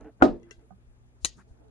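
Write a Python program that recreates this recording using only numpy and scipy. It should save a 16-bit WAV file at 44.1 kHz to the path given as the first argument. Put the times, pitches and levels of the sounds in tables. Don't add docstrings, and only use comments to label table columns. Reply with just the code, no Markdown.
import sys
import numpy as np
from scipy import signal
from scipy.io import wavfile

SR = 44100
rng = np.random.default_rng(int(sys.argv[2]) if len(sys.argv) > 2 else 0)


def field_ratio(decibels):
    return 10 ** (np.asarray(decibels, dtype=float) / 20)


def file_out(sig):
    cols = np.atleast_2d(sig).T
    lim = np.clip(cols, -1, 1)
    pcm = np.round(lim * 32767).astype(np.int16)
    wavfile.write(sys.argv[1], SR, pcm)


N = 74970

# (time [s], level [dB], left-right [dB])
KNOCKS = [
    (.2125, -26, 1.5),
    (.2213, -4.5, -2),
    (.2227, -3.5, -1),
    (.243, -22.5, -1.5),
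]
# (time [s], level [dB], left-right [dB])
SNAPS = [(.0095, -61, 9.5), (1.2462, -43.5, 12.5), (1.2471, -24.5, 6), (1.2474, -13, 3.5),
         (1.24815, -17, 0.5), (1.2501, -30.5, 0.5), (1.2512, -28, -4), (1.2533, -32, 5.5),
         (1.2539, -20.5, 7.5), (1.2546, -23.5, 9), (1.2551, -31.5, 9), (1.2563, -29.5, 8.5),
         (1.2577, -26.5, 12.5), (1.2598, -32, 3), (1.2617, -38, -7), (1.2643, -37, 7), (1.2682, -40.5, -10),
         (1.683, -68.5, -9.5)]
# (time [s], level [dB], left-right [dB])
TICKS = [
    (.045, -84, 3),
    (.398, -83.5, -1),
    (.4309, -74.5, 4),
    (.509, -59, 4),
    (.5097, -60, 1.5),
    (.5107, -59.5, 2.5),
    (.5134, -65, -3),
    (.5183, -72, 3),
    (.5935, -81.5, -1),
]
# (frequency [Hz], level [dB])
SNAP_SPECTRUM = [(400, -16), (1500, -19), (2400, -21), (3100, -9), (5500, -2), (8500, -5), (11500, -17),
                 (14000, -41.5)]
# (frequency [Hz], level [dB], t60 [s], left-right [dB])
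RUBBED_MODES = [(301, 3.5, .05, 1), (441, -2, .08, -4), (570, -7.5, .03, -2), (657, -2, 0.04, -4.5),
                (798.4, -7, .03, -3.5), (1080, -19.5, 0.036, -0.5), (1300, -8.5, .015, 3),
                (1480, -8.5, .015, 2.5), (2300, -27.5, .01, 0.5), (2597, -27, .02, 0.5)]


def pan(db):
    return field_ratio(np.array([[.5], [-.5]]) * db)


def rms_one(x):
    return x / np.sqrt(np.mean(x ** 2) + 1e-20)


def at_hz(points, hz):
    points_hz, values = np.transpose(points)
    return np.interp(np.log(hz), np.log(points_hz), values)


def drift(rate_hz):
    r = np.exp(-80 * np.pi * rate_hz / SR)
    white = rng.standard_normal(N // 40 + 2002)
    slow = signal.lfilter([1], [1, -2 * r, r * r], white)[2000:]
    return np.interp(np.arange(N) / 40, np.arange(len(slow)), rms_one(slow))


def ring(clicks, hz, t60_s):
    r = field_ratio(-60 / (t60_s * SR))
    w = 2 * np.pi * hz / SR
    return signal.lfilter([0, np.sin(w)], [1, -2 * r * np.cos(w), r * r], clicks + 1e-18)


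def ring_all(force, modes, low_hz, soft_hz):
    out = 0
    for k, (hz, db, t60_s, side_db) in enumerate(modes):
        out = out - field_ratio(db) * pan(side_db) * ring(force(k, hz), hz, t60_s)
    high_pass = signal.butter(2, low_hz, "high", fs=SR, output="sos")
    low_pass = signal.butter(4, soft_hz, fs=SR, output="sos")
    return signal.sosfilt(np.vstack([high_pass, low_pass]), out)


def strike(hits, modes, low_hz, soft_hz, spread_db, lag_s):
    late_cycles = .6
    s, db, side_db = np.transpose(hits)
    luck = rng.standard_normal((len(s), len(modes)))

    def force(k, hz):
        clicks = np.zeros((2, N))
        at = ((s + late_cycles / hz + [[0], [lag_s]]) * SR).astype(int)
        clicks[[[0], [1]], at] = field_ratio(db + spread_db * luck[:, k]) * pan(side_db)
        return clicks

    return ring_all(force, modes, low_hz, soft_hz)


def bands(spectrum, shape, patchy_db, alike):
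    out, power = 0, 0
    edges_hz = 20 * 2 ** np.arange(0, 9.6, .5)
    white = rng.standard_normal((2, 2, N))
    for k, (low, high) in enumerate(zip(edges_hz, edges_hz[1:])):
        band = signal.butter(2, [low, high], "band", fs=SR, output="sos")
        mid, side = signal.sosfilt(band, white[k % 2])
        hz = np.sqrt(low * high)
        c = np.clip(alike(hz), -1, 1)
        gain = field_ratio(at_hz(spectrum, hz))
        power += gain ** 2 * 4 * (high - low) / SR
        stereo = np.sqrt(1 + c) * mid + np.sqrt(1 - c) * side * [[1], [-1]]
        out = out + gain * field_ratio(patchy_db * drift(21)) * shape(hz) * stereo
    return out / np.sqrt(power)


def strokes(rows, late_s=0):
    t = np.arange(N) / SR - late_s
    out = 0
    for s, rise, fall, db in rows:
        ramp = np.interp(t, [s, s + rise, s + rise + fall], [0, 1, 0])
        out = out + field_ratio(db) * np.sin(np.pi / 2 * ramp) ** 2
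    return out


def room_tone():
    # (frequency [Hz], rms level [dB])
    harmonics = [(60, -64.5), (120, -65.5), (240, -73), (360, -81)]
    # (frequency [Hz], level [dB])
    floor = [(20, -9), (55, -2), (120, -11), (160, -18.5), (500, -24), (1800, -34.5), (4000, -43),
             (12000, -44.5)]
    # (frequency [Hz], correlation [-1..1])
    likeness = [(60, -0.56), (240, 1), (950, -0.29), (3770, -0.61), (15000, -0.8)]
    floor_db, floor_pan_db, rumble_patchy_db = -61, 2, 1.5
    t = np.arange(N) / SR
    hum = sum(field_ratio(db) * np.sqrt(2) * np.sin(2 * np.pi * hz * t) for hz, db in harmonics)

    def lumps(hz):
        return field_ratio(rumble_patchy_db * drift(7.6) * (hz < 110))

    noise = bands(floor, lumps, patchy_db=1.8, alike=lambda hz: at_hz(likeness, hz))
    return field_ratio(floor_db) * pan(floor_pan_db) * noise + hum


def mount_nudges():
    # (time [s], level [dB], frequency [Hz], t60 [cycles], left-right [dB])
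    bumps = [(.01, -50, 55.3, 11, -23.5), (0.213, -29.5, 61, 13, 7), (0.299, -43.5, 43.9, 8.5, -37),
             (0.5109, -44, 420, 24, 0), (.625, -56.5, 450, 53, -2), (0.577, -35.5, 55, 4.2, 0),
             (0.865, -46, 40, 11.5, 1.5), (1.225, -35, 55, 13, 5), (1.376, -52, 190, 41, -12.5),
             (1.509, -30.5, 56, 3.9, 2), (1.6, -55, 55, 10.3, -1)]
    left_lead_rad = 1.1
    out = 0
    for s, db, hz, cycles, side_db in bumps:
        age = np.maximum(np.arange(N) / SR - s, 0) * hz
        wave = np.sin(2 * np.pi * age + [[left_lead_rad], [0]])
        out = out + field_ratio(db) * pan(side_db) * wave * (1 - np.exp(-3.0 * age)) * field_ratio(-60 * age / cycles)
    return out


def hand_swishes():
    # (start [s], rise [s], fall [s], level [dB])
    sweeps = [
        (1.362, 0.035, 0.035, -57),
        (0.43, 0.075, 0.042, -62.5),
    ]
    # (frequency [Hz], level [dB])
    cloth = [(300, 13.5), (700, 3.5), (1100, 11), (1800, 10.5), (2600, -19.5), (4000, -10), (9000, -56)]
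    climb_s = .01

    def shape(hz):
        return strokes(sweeps, climb_s * np.log2(hz / 1000))

    return pan(1.7) * bands(cloth, shape, patchy_db=1.5, alike=lambda hz: .5)


def sleeve_brushes():
    # (start [s], rise [s], fall [s], level [dB])
    sweeps = [
        (.42, 0.038, 0.2, -71),
        (1.42, 0.091, 0.094, -65),
        (1.56, 0.057, 0.16, -62),
    ]
    brush = rng.standard_normal((2, N)) * strokes(sweeps) * field_ratio(-21.5)
    return ring_all(lambda k, hz: brush, RUBBED_MODES, low_hz=385.0, soft_hz=1220)


def tool_drags():
    # (start [s], rise [s], fall [s], level [dB])
    pulls = [
        (-.02, 0.012, 0.082, -53),
        (.03, 0.026, 0.075, -52),
        (.185, 0.07, 0.015, -35),
        (.58, 0.015, 0.11, -67.5),
    ]
    slips_per_s = 2500
    slips = (rng.random(N) < slips_per_s / SR) * rng.standard_normal(N)
    slips = slips * strokes(pulls) * field_ratio(-9)
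    return ring_all(lambda k, hz: slips, RUBBED_MODES, low_hz=197, soft_hz=3000)


def latch_slides():
    # (start [s], rise [s], fall [s], level [dB])
    moves = [
        (1.19, 0.1, 0.0063, -58.5),
        (1.35, 0.028, 0.072, -71.5),
        (1.46, 0.032, 0.071, -80),
    ]
    slide = strokes(moves)
    return pan(4.5) * bands(SNAP_SPECTRUM, lambda hz: slide, patchy_db=1.5, alike=lambda hz: .3)


def echoes(hits, spectrum):
    # (frequency [Hz], t60 [s])
    room_t60 = [(150, 0.43), (1000, 0.17), (4000, 0.22), (10000, 0.035)]
    rise_s = 0.0013

    def shape(hz):
        out = 0
        for s, db in hits:
            age_s = np.maximum(np.arange(N) / SR - s, 0)
            out = out + (1 - np.exp(-age_s / rise_s)) * field_ratio(db - 60 * age_s / at_hz(room_t60, hz))
        return out

    return bands(spectrum, shape, patchy_db=2.5, alike=lambda hz: 0.49)


def room_answers():
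    # (frequency [Hz], level [dB])
    knock_spectrum = [(150, -21), (320, -3), (800, -11), (1500, -21), (2200, -35), (6500, -40.5),
                      (8000, -60), (12000, -58.5)]
    knock_db, tick_db, snap_db, wall_delay_s = -16.5, -59, -39, 0.012
    knock = echoes([(KNOCKS[1][0], knock_db)], knock_spectrum)
    bright = echoes([(TICKS[4][0], tick_db), (SNAPS[3][0] + wall_delay_s, snap_db)], SNAP_SPECTRUM)
    return knock + bright


def box_taps():
    # (frequency [Hz], level [dB], t60 [s], left-right [dB])
    box_modes = [(191, -2.5, 0.14, -25), (742, -0.5, 0.083, -18.5), (1240, -9.5, 0.06, -13),
                 (1504, -10, 0.035, -12)]
    # (time [s], level [dB], left-right [dB])
    touches = [
        (.7045, -60, 0),
        (.706, -53, 0),
        (.7215, -56.5, 1),
    ]
    return strike(touches, box_modes, low_hz=120, soft_hz=1650, spread_db=1, lag_s=0.000073)


def connector_ticks():
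    # (frequency [Hz], level [dB], t60 [s], left-right [dB])
    connector_modes = [(1465, 1, .1, -4), (1565, -4, 0.11, 16), (1860, -14, 0.037, 16),
                       (2013, 5.5, 0.11, 17), (2240, -8, 0.046, 8), (2740, -3, 0.093, 16.5),
                       (2720, 3, .07, -1.5), (3350, -1, .15, -10.5), (3280, -5, 0.17, 0),
                       (4240, -3, .03, 0), (4640, -9, 0.016, 12), (5880, 10.5, 0.0085, 9),
                       (6680, 4.5, 0.01, 15.5)]
    return strike(TICKS, connector_modes, low_hz=870, soft_hz=9000, spread_db=1.5, lag_s=0.00019)


def latch_snap():
    # (frequency [Hz], level [dB], t60 [s], left-right [dB])
    latch_modes = [(423.4, -32.5, .037, -1), (1000, -26, .01, 0), (1500, -25.5, .006, 2),
                   (1900, -20.5, 0.011, 8.5), (3135, -14, .005, 4), (3950, -1.5, 0.0067, -2),
                   (3990, -27.5, 0.023, -1.5), (5190, -15, 0.0096, 7.5), (6670, -4.5, 0.0043, 14),
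                   (8460, -4.5, 0.0046, 8), (9650, -11, .008, -7.5), (10180, -12.5, 0.0027, -11.5),
                   (11500, -9, .002, 4), (14800, 6, 0.0022, -0.5)]
    # (frequency [Hz], level [dB], t60 [s], left-right [dB])
    jaw_modes = [(1919, -27.5, 0.12, 8), (3100, -32.5, .1, 0), (4320, -34.5, .16, -0.5),
                 (5300, -40.5, 0.16, 1.5), (6260, -39.5, .14, 4.5), (6560, -41.5, 0.22, 8),
                 (6980, -44.5, 0.15, 5.5), (8450, -43, .12, 2.5)]
    contact = dict(low_hz=180, soft_hz=17000, spread_db=1.5, lag_s=.0003)
    return strike(SNAPS, latch_modes, **contact) + strike(SNAPS, jaw_modes, **contact)


def desk_knocks():
    # (time [s], level [dB], left-right [dB])
    thuds = [
        (.2125, -36.5, -0.5),
        (.2212, -11, 1.5),
        (.2241, -7, -0.5),
        (.2273, -11, 1.5),
    ]
    # (frequency [Hz], level [dB], t60 [s], left-right [dB])
    desk_modes = [(132, -33, .14, 9), (192, -14.5, 0.26, 9.5), (239.3, -16.5, 0.32, 3),
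                  (284.4, -4, .16, 1.5), (300.2, -16, .14, -10.5), (331, -2, .115, 2),
                  (340, -36.5, .7, -5.5), (348, -34, 0.56, -0.5), (356.5, -15, 0.21, -3.5),
                  (381.6, -18.5, .17, 7), (417.6, -8.5, 0.072, -4), (459, -6.5, .06, -3)]
    # (frequency [Hz], level [dB], t60 [s], left-right [dB])
    tool_modes = [(551.2, -21, .16, -1), (620, -18, .18, -9.5), (666, -15, .11, 0.5),
                  (739.6, -20, 0.17, -2.5), (750, -4, 0.014, -9), (947, -25.5, .1, -9),
                  (1144, -19.5, .03, 8), (1244, -26, 0.14, -12.5), (1290, -5, 0.0071, -4),
                  (1370, -21.5, .065, -1.5), (1410, -8, 0.031, 14.5), (1700, -38.5, .1, 0),
                  (1850, -41, .12, -1.5)]
    contact = dict(soft_hz=1600, spread_db=2.0)
    desk = strike(thuds, desk_modes, low_hz=110, lag_s=0.0001, **contact)
    body = strike(KNOCKS, tool_modes, low_hz=140, lag_s=.0003, **contact)
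    return desk + body


def scene():
    background = room_tone() + mount_nudges()
    rubs = hand_swishes() + sleeve_brushes() + tool_drags() + latch_slides()
    small = box_taps() + connector_ticks()
    return background + rubs + room_answers() + small + latch_snap() + desk_knocks()


def roll_off(x):
    return signal.sosfilt(signal.butter(12, 16330, fs=SR, output="sos"), x)


def record(dry):
    port_gain = [
        [0.9],
        [0.25],
    ]
    port_hz, port_width_hz = 6600, 350
    peak_limit = 1.15
    cutoff_hz, stop_db = 12600, 34.5
    whistle = signal.lfilter(*signal.iirpeak(port_hz, port_hz / port_width_hz, fs=SR), dry)
    ported = dry + np.array(port_gain) * whistle
    rounded = peak_limit * np.tanh(ported / peak_limit)
    dull = signal.sosfilt(signal.cheby2(8, stop_db, cutoff_hz, fs=SR, output="sos"), rounded)
    return roll_off(dull)


dry = scene()
out = record(dry)
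file_out(out)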